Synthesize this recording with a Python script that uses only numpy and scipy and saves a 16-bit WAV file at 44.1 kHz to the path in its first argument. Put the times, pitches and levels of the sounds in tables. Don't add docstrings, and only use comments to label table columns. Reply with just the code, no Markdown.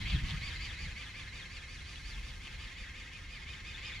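import sys
import numpy as np
from scipy import signal
from scipy.fft import rfft, irfft
from scipy.io import wavfile
from scipy.ndimage import uniform_filter1d

SR = 44100
rng = np.random.default_rng(int(sys.argv[2]) if len(sys.argv) > 2 else 0)


def master(y):
    cut = np.clip(np.atleast_2d(y).T, -1, 1)
    pcm = np.round(cut * 32767)
    wavfile.write(sys.argv[1], SR, pcm.astype(np.int16))


N = 176400
TIME = np.arange(N) / SR
HZ = np.maximum(np.arange(N // 2 + 1) * SR / N, 1)

# (frequency [Hz], likeness [0 to 1])
LIKENESS = [(60, 1), (150, 0.92), (300, 0.73), (600, 0.12), (1200, 0.71), (2500, 0.8), (4000, 0.56),
            (6000, 0.83), (12000, 0.12)]
# (frequency [Hz], level [dB])
AIR_COLOUR = [(100, 2.5), (250, 1.5), (400, -7), (700, -9.5), (1500, -7.5), (4000, -18.5), (10000, -50)]
# (time [s], rumble level [dB], buffeting level [dB])
GUSTS = [(0, -37.5, -44), (.8, -44.5, -52), (1.8, -49, -56.5), (2.15, -41.5, -53.5), (3.1, -48, -56.5),
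         (4, -46.5, -52.5)]
# (frequency [Hz], level [dB])
RUMBLE_COLOUR = [(12, -16), (25, -5.5), (40, 3), (55, 1), (80, -1), (110, -16), (200, -54)]
# (frequency [Hz], level [dB])
BUFFET_COLOUR = [(50, -29), (90, 2.5), (150, -3), (200, -10), (260, -16.5), (400, -22.5), (900, -75)]
# (time [s], level [dB])
THUMPS = [(0.061, -39), (0.154, -29), (0.242, -32.5), (0.342, -35.5), (.49, -44.5), (0.854, -41.5),
          (1.815, -47)]
# (frequency [Hz], level [dB])
THUMP_COLOUR = [(45, 8), (170, 0), (450, -38.5), (3000, -77)]

# (time [s], delay [ms])
ECHO_DELAY = [(0, 6.73), (.6, 6.14), (1, 5.83), (1.4, 5.67), (1.8, 5.62), (2.8, 5.67), (3.5, 5.55),
              (4, 5.74)]
# (frequency [Hz], share [0 to 1])
ECHO_SHARE = [(500, 1), (2000, 0.45), (5000, 0.64), (12000, 0.085)]
# (frequency [Hz], left minus right [dB])
BALANCE = [(500, -2), (1150, -1.5), (1650, 0), (2400, 1.5), (3000, 1.5), (3500, -1.5), (4100, 1),
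           (4700, -8), (5300, -6), (6000, -9), (6700, -6.5), (7400, 2.5), (9000, 2.5), (12000, 0)]

# (time [s], gear level [dB], swish level [dB], level of the meshing tone's octave [dB])
BEATS = [(-.019, -49.5, -44, -57), (.17, -49, -46.5, -68), (.346, -48, -48.5, -57.5),
         (.527, -47, -52, -57.5), (.71, -47.5, -55, -58), (.887, -48.5, -56, -59), (1.069, -51.5, -54, -61),
         (1.25, -52.5, -55.5, -59.5), (1.43, -51.5, -60, -60.5), (1.608, -52, -63, -62),
         (1.788, -53.5, -54.5, -61), (1.971, -54, -57.5, -58.5), (2.151, -51.5, -54.5, -67.5),
         (2.334, -56, -54.5, -69), (2.513, -52, -53.5, -60.5), (2.693, -52, -58, -65),
         (2.87, -52, -61, -66), (3.047, -51.5, -59, -76), (3.223, -55, -56, -69.5),
         (3.398, -52, -54.5, -71), (3.575, -52, -59, -64), (3.753, -50, -52, -62), (3.93, -48.5, -51, -56),
         (4.11, -51, -54, -68)]
# (place in the beat [0 to 1], gear change [dB], swish change [dB])
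STROKE_LOAD = [(0, 3.5, -3), (.16, 7.5, -4.5), (.3, 0.5, -8.5), (.47, 7.5, -6.5), (.62, 5.5, -1),
               (.77, 7, -0.5), (.9, 5, -5)]
# (frequency [Hz], level [dB])
SWISH_COLOUR = [(600, -14.5), (1240, -6.5), (1540, -10.5), (2370, -9), (3060, 2.5), (4710, -9.5),
                (5320, -18.5), (6960, -35), (8180, -26), (15000, -42)]
# (frequency [Hz], level [dB])
HISS_COLOUR = [(3000, -5.5), (5700, 0.5), (6500, -5), (8300, -11.5), (9400, -6), (10500, -19), (15000, -38)]
# (time [s], level [dB])
HISS_LEVEL = [(0, -58), (1.4, -61.5), (2.1, -58.5), (2.5, -61.5), (3.3, -64)]
# (time [s], level [dB])
SNAPS = [(3.135, -59.5)]

# (place in the beat [0 to 1], speed [turns/s])
STROKE_SPEED = [(0, 102), (.09, 120), (.17, 139.5), (.32, 123), (.46, 143), (.62, 155.5), (.78, 143),
                (.89, 123)]
# (time [s], speed factor [times])
THROTTLE = [(0, 0.96), (2.9, 1.0), (3.5, 1.016), (4, 1.03)]
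# (time [s], level [dB])
MESH_LEVEL = [(0, -55.5), (.9, -58), (1.4, -59.5), (2.2, -66.5), (2.8, -62), (4, -58.5)]
# (place in the beat [0 to 1], tone change [dB], octave change [dB])
STROKE_MESH = [(0, 0, 6.5), (.09, 0.5, -4), (.17, -4, -2.5), (.3, -2, -1), (.45, 3, 0.5), (.62, -0.5, -3),
               (.78, 0.5, 1), (.9, 3, 1.5)]
# (pitch [times the shaft speed], level [dB])
SIDE_TONES = [(8, -7), (12, -4.5), (14, -3), (18, -4), (20, -2.5), (24, -2.5)]
# (frequency [Hz], width [Hz], level [dB])
FRAME_NOTES = [(510, 15, -2), (1270, 59, 1.5), (1624, 33, 3), (1824, 31, -6), (1983, 61, -5.5),
               (2164, 300, -7.5), (2487, 147, -2.5), (3100, 180, -8), (3330, 26, -23), (4480, 21, -6.5)]
# (frequency [Hz], level [dB])
GEAR_COLOUR = [(400, -1.5), (520, -1.5), (750, -11), (1220, -4), (1450, -6), (1650, -1.5), (2400, 1),
               (3000, -3.5), (3600, -3.5), (4850, -9), (5300, -15), (5800, -8.5), (6300, -17.5), (6900, -6),
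               (8200, -24), (9400, -24.5), (11500, -34), (15000, -31)]
# (time [s], half length [s], frequency [Hz], width [Hz], level [dB])
PASSING_RINGS = [(.1, 0.089, 3280, 600, 8.5), (.55, 0.21, 4820, 247, 6.5), (2.7, 0.58, 3360, 130, -7),
                 (2.9, 0.35, 1910, 89.5, 1), (3.5, 0.52, 5000, 200, 2.5), (3.872, 0.25, 3570, 160, 4),
                 (3.935, 0.056, 2380, 160, 3)]
TEETH = 16


def from_db(db):
    return 10 ** (np.asarray(db) / 20)


def unit_level(x):
    return x / np.sqrt(np.mean(x ** 2) + 1e-20)


def along(rows, where, period=None):
    first, *columns = np.transpose(rows)
    return [np.interp(where, first, column, period=period) for column in columns]


def held(values, beat):
    return uniform_filter1d(values[beat.astype(int)], size=800)


def per_hz(points):
    hz, value = np.transpose(points)
    return np.interp(np.log(HZ), np.log(hz), value)


def colour_gain(colour):
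    return from_db(per_hz(colour)) * np.minimum(HZ / colour[0][0], 1) ** 2


def resonance(hz, width):
    return 1 / (1 + 2j * (HZ - hz) / width)


def drift(rate_hz):
    count = N // 20
    spectrum = rfft(rng.standard_normal(count)) / (1 + (HZ[:count // 2 + 1] / rate_hz) ** 2)
    return np.interp(np.arange(N) / 20, np.arange(count), unit_level(irfft(spectrum, count)))


def stereo(shared, side):
    alike = per_hz(LIKENESS)
    return irfft(np.sqrt(1 + alike) * shared + np.sqrt(1 - alike) * side * [[1], [-1]], N)


def noise(colour):
    spectra = rng.standard_normal((2, len(HZ))) + 1j * rng.standard_normal((2, len(HZ)))
    return unit_level(stereo(*(spectra * colour_gain(colour))))


def open_air(level_db=-61):
    return from_db(level_db) * noise(AIR_COLOUR)


def wind(thump_s=.02):
    rumble_db, buffet_db = along(GUSTS, TIME)
    rumble = from_db(rumble_db - 2.5) * noise(RUMBLE_COLOUR)
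    buffeting = from_db(buffet_db - 2) * noise(BUFFET_COLOUR)
    thumps = sum(from_db(db) / (1 + ((TIME - at) / thump_s) ** 2) for at, db in THUMPS)
    return rumble + buffeting + thumps * noise(THUMP_COLOUR)


def ground_echo(x, right_later_ms=.06):
    left, right = irfft(rfft(x) * per_hz(ECHO_SHARE), N)
    delay_ms = along(ECHO_DELAY, TIME)[0]
    return np.array([np.interp(TIME - delay_ms / 1000, TIME, left),
                     np.interp(TIME - (delay_ms + right_later_ms) / 1000, TIME, right)])


def scatter(x, decay_s=.0078):
    echoes = rfft(rng.standard_normal(N) * np.exp(-TIME / decay_s))
    return irfft(rfft(x) * echoes / np.abs(echoes), N)


def wings(beat, crackle_db=5.0, snap_s=.0034, hiss_follows=.54):
    sweep_db = along(STROKE_LOAD, beat, period=1)[1]
    swish = noise(SWISH_COLOUR) * from_db(held(np.array(BEATS)[:, 2], beat) + sweep_db)
    snap = sum(from_db(db) * np.exp(-np.abs(TIME - at) / snap_s) for at, db in SNAPS)
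    hiss_db = along(HISS_LEVEL, TIME)[0] + hiss_follows * sweep_db
    hiss = noise(HISS_COLOUR) * (from_db(hiss_db) + snap)
    crackle = unit_level(from_db(crackle_db * drift(225)))
    return swish * crackle + hiss


def shaft_turns(beat, jitter=.006):
    stroke_speed = uniform_filter1d(along(STROKE_SPEED, beat, period=1)[0], size=500)
    speed = stroke_speed * along(THROTTLE, TIME)[0] * (1 + jitter * drift(60))
    return np.cumsum(speed) / SR


def gear_tone(turns, multiple, wobble_cycles, flutter_db=2.5):
    cycles = multiple * turns + wobble_cycles * drift(146) + rng.random()
    return unit_level(from_db(flutter_db * drift(28)) * np.sin(2 * np.pi * cycles))


def whine(turns):
    tones = (from_db(db) * gear_tone(turns, multiple, wobble_cycles=.12) for multiple, db in SIDE_TONES)
    return unit_level(sum(tones))


def meshing(turns, beat, wobble_cycles=.07):
    tone_db, octave_db = along(STROKE_MESH, beat, period=1)
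    tone_db += along(MESH_LEVEL, TIME)[0]
    octave_db += held(np.array(BEATS)[:, 3], beat)
    tone = from_db(tone_db) * gear_tone(turns, TEETH, wobble_cycles)
    octave = from_db(octave_db) * gear_tone(turns, 2 * TEETH, 2 * wobble_cycles)
    return tone + octave


def rattle(turns, slop_teeth=.14, spread_db=4, off_centre_db=5):
    teeth = np.arange(int(turns[-1] * TEETH))
    timing, force = rng.standard_normal((len(teeth), 2)).T
    at = np.interp((teeth + slop_teeth * timing) / TEETH, turns, np.arange(N)).astype(int)
    click_db = spread_db * np.clip(force, -2, 2) + off_centre_db * np.cos(2 * np.pi * teeth / TEETH)
    clicks = np.zeros(N)
    clicks[at] = from_db(click_db)
    return unit_level(clicks - clicks.mean())


def frame(clicks):
    notes = sum(from_db(db) * resonance(hz, width) for hz, width, db in FRAME_NOTES)
    return unit_level(irfft(rfft(clicks) * notes, N))


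def passing_rings(x):
    spectrum = rfft(x)
    ringing = np.zeros(N)
    for at, half_length, hz, width, db in PASSING_RINGS:
        swell = from_db(db) * np.exp(-((TIME - at) / half_length) ** 2)
        ringing += swell * irfft(spectrum * resonance(hz, width), N)
    return ringing


def gears(beat):
    turns = shaft_turns(beat)
    load = from_db(along(STROKE_LOAD, beat, period=1)[0])
    clicks = load * rattle(turns)
    whining = unit_level(load * whine(turns))
    clatter = from_db(-3) * whining + from_db(-2.5) * scatter(clicks) + from_db(-5.5) * frame(clicks)
    clatter = unit_level(irfft(rfft(clatter) * colour_gain(GEAR_COLOUR), N))
    sound = from_db(along(BEATS, TIME)[0]) * clatter + meshing(turns, beat)
    sound += passing_rings(sound)
    return stereo(rfft(sound), rfft(scatter(sound))) / np.sqrt(2)


def scene():
    beat = np.interp(TIME, np.array(BEATS)[:, 0], np.arange(len(BEATS)))
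    aircraft = gears(beat) + wings(beat)
    left_right = from_db(per_hz(BALANCE) * [[.5], [-.5]])
    heard = irfft(rfft(aircraft + ground_echo(aircraft)) * left_right, N)
    return heard + wind() + open_air()


def record(dry, fade_s=.004, cutoff_hz=15300):
    treble_cut = signal.ellip(10, .1, 80, cutoff_hz, fs=SR, output="sos")
    return signal.sosfilt(treble_cut, dry * np.minimum(TIME / fade_s, 1))


dry = scene()
out = record(dry)
master(out)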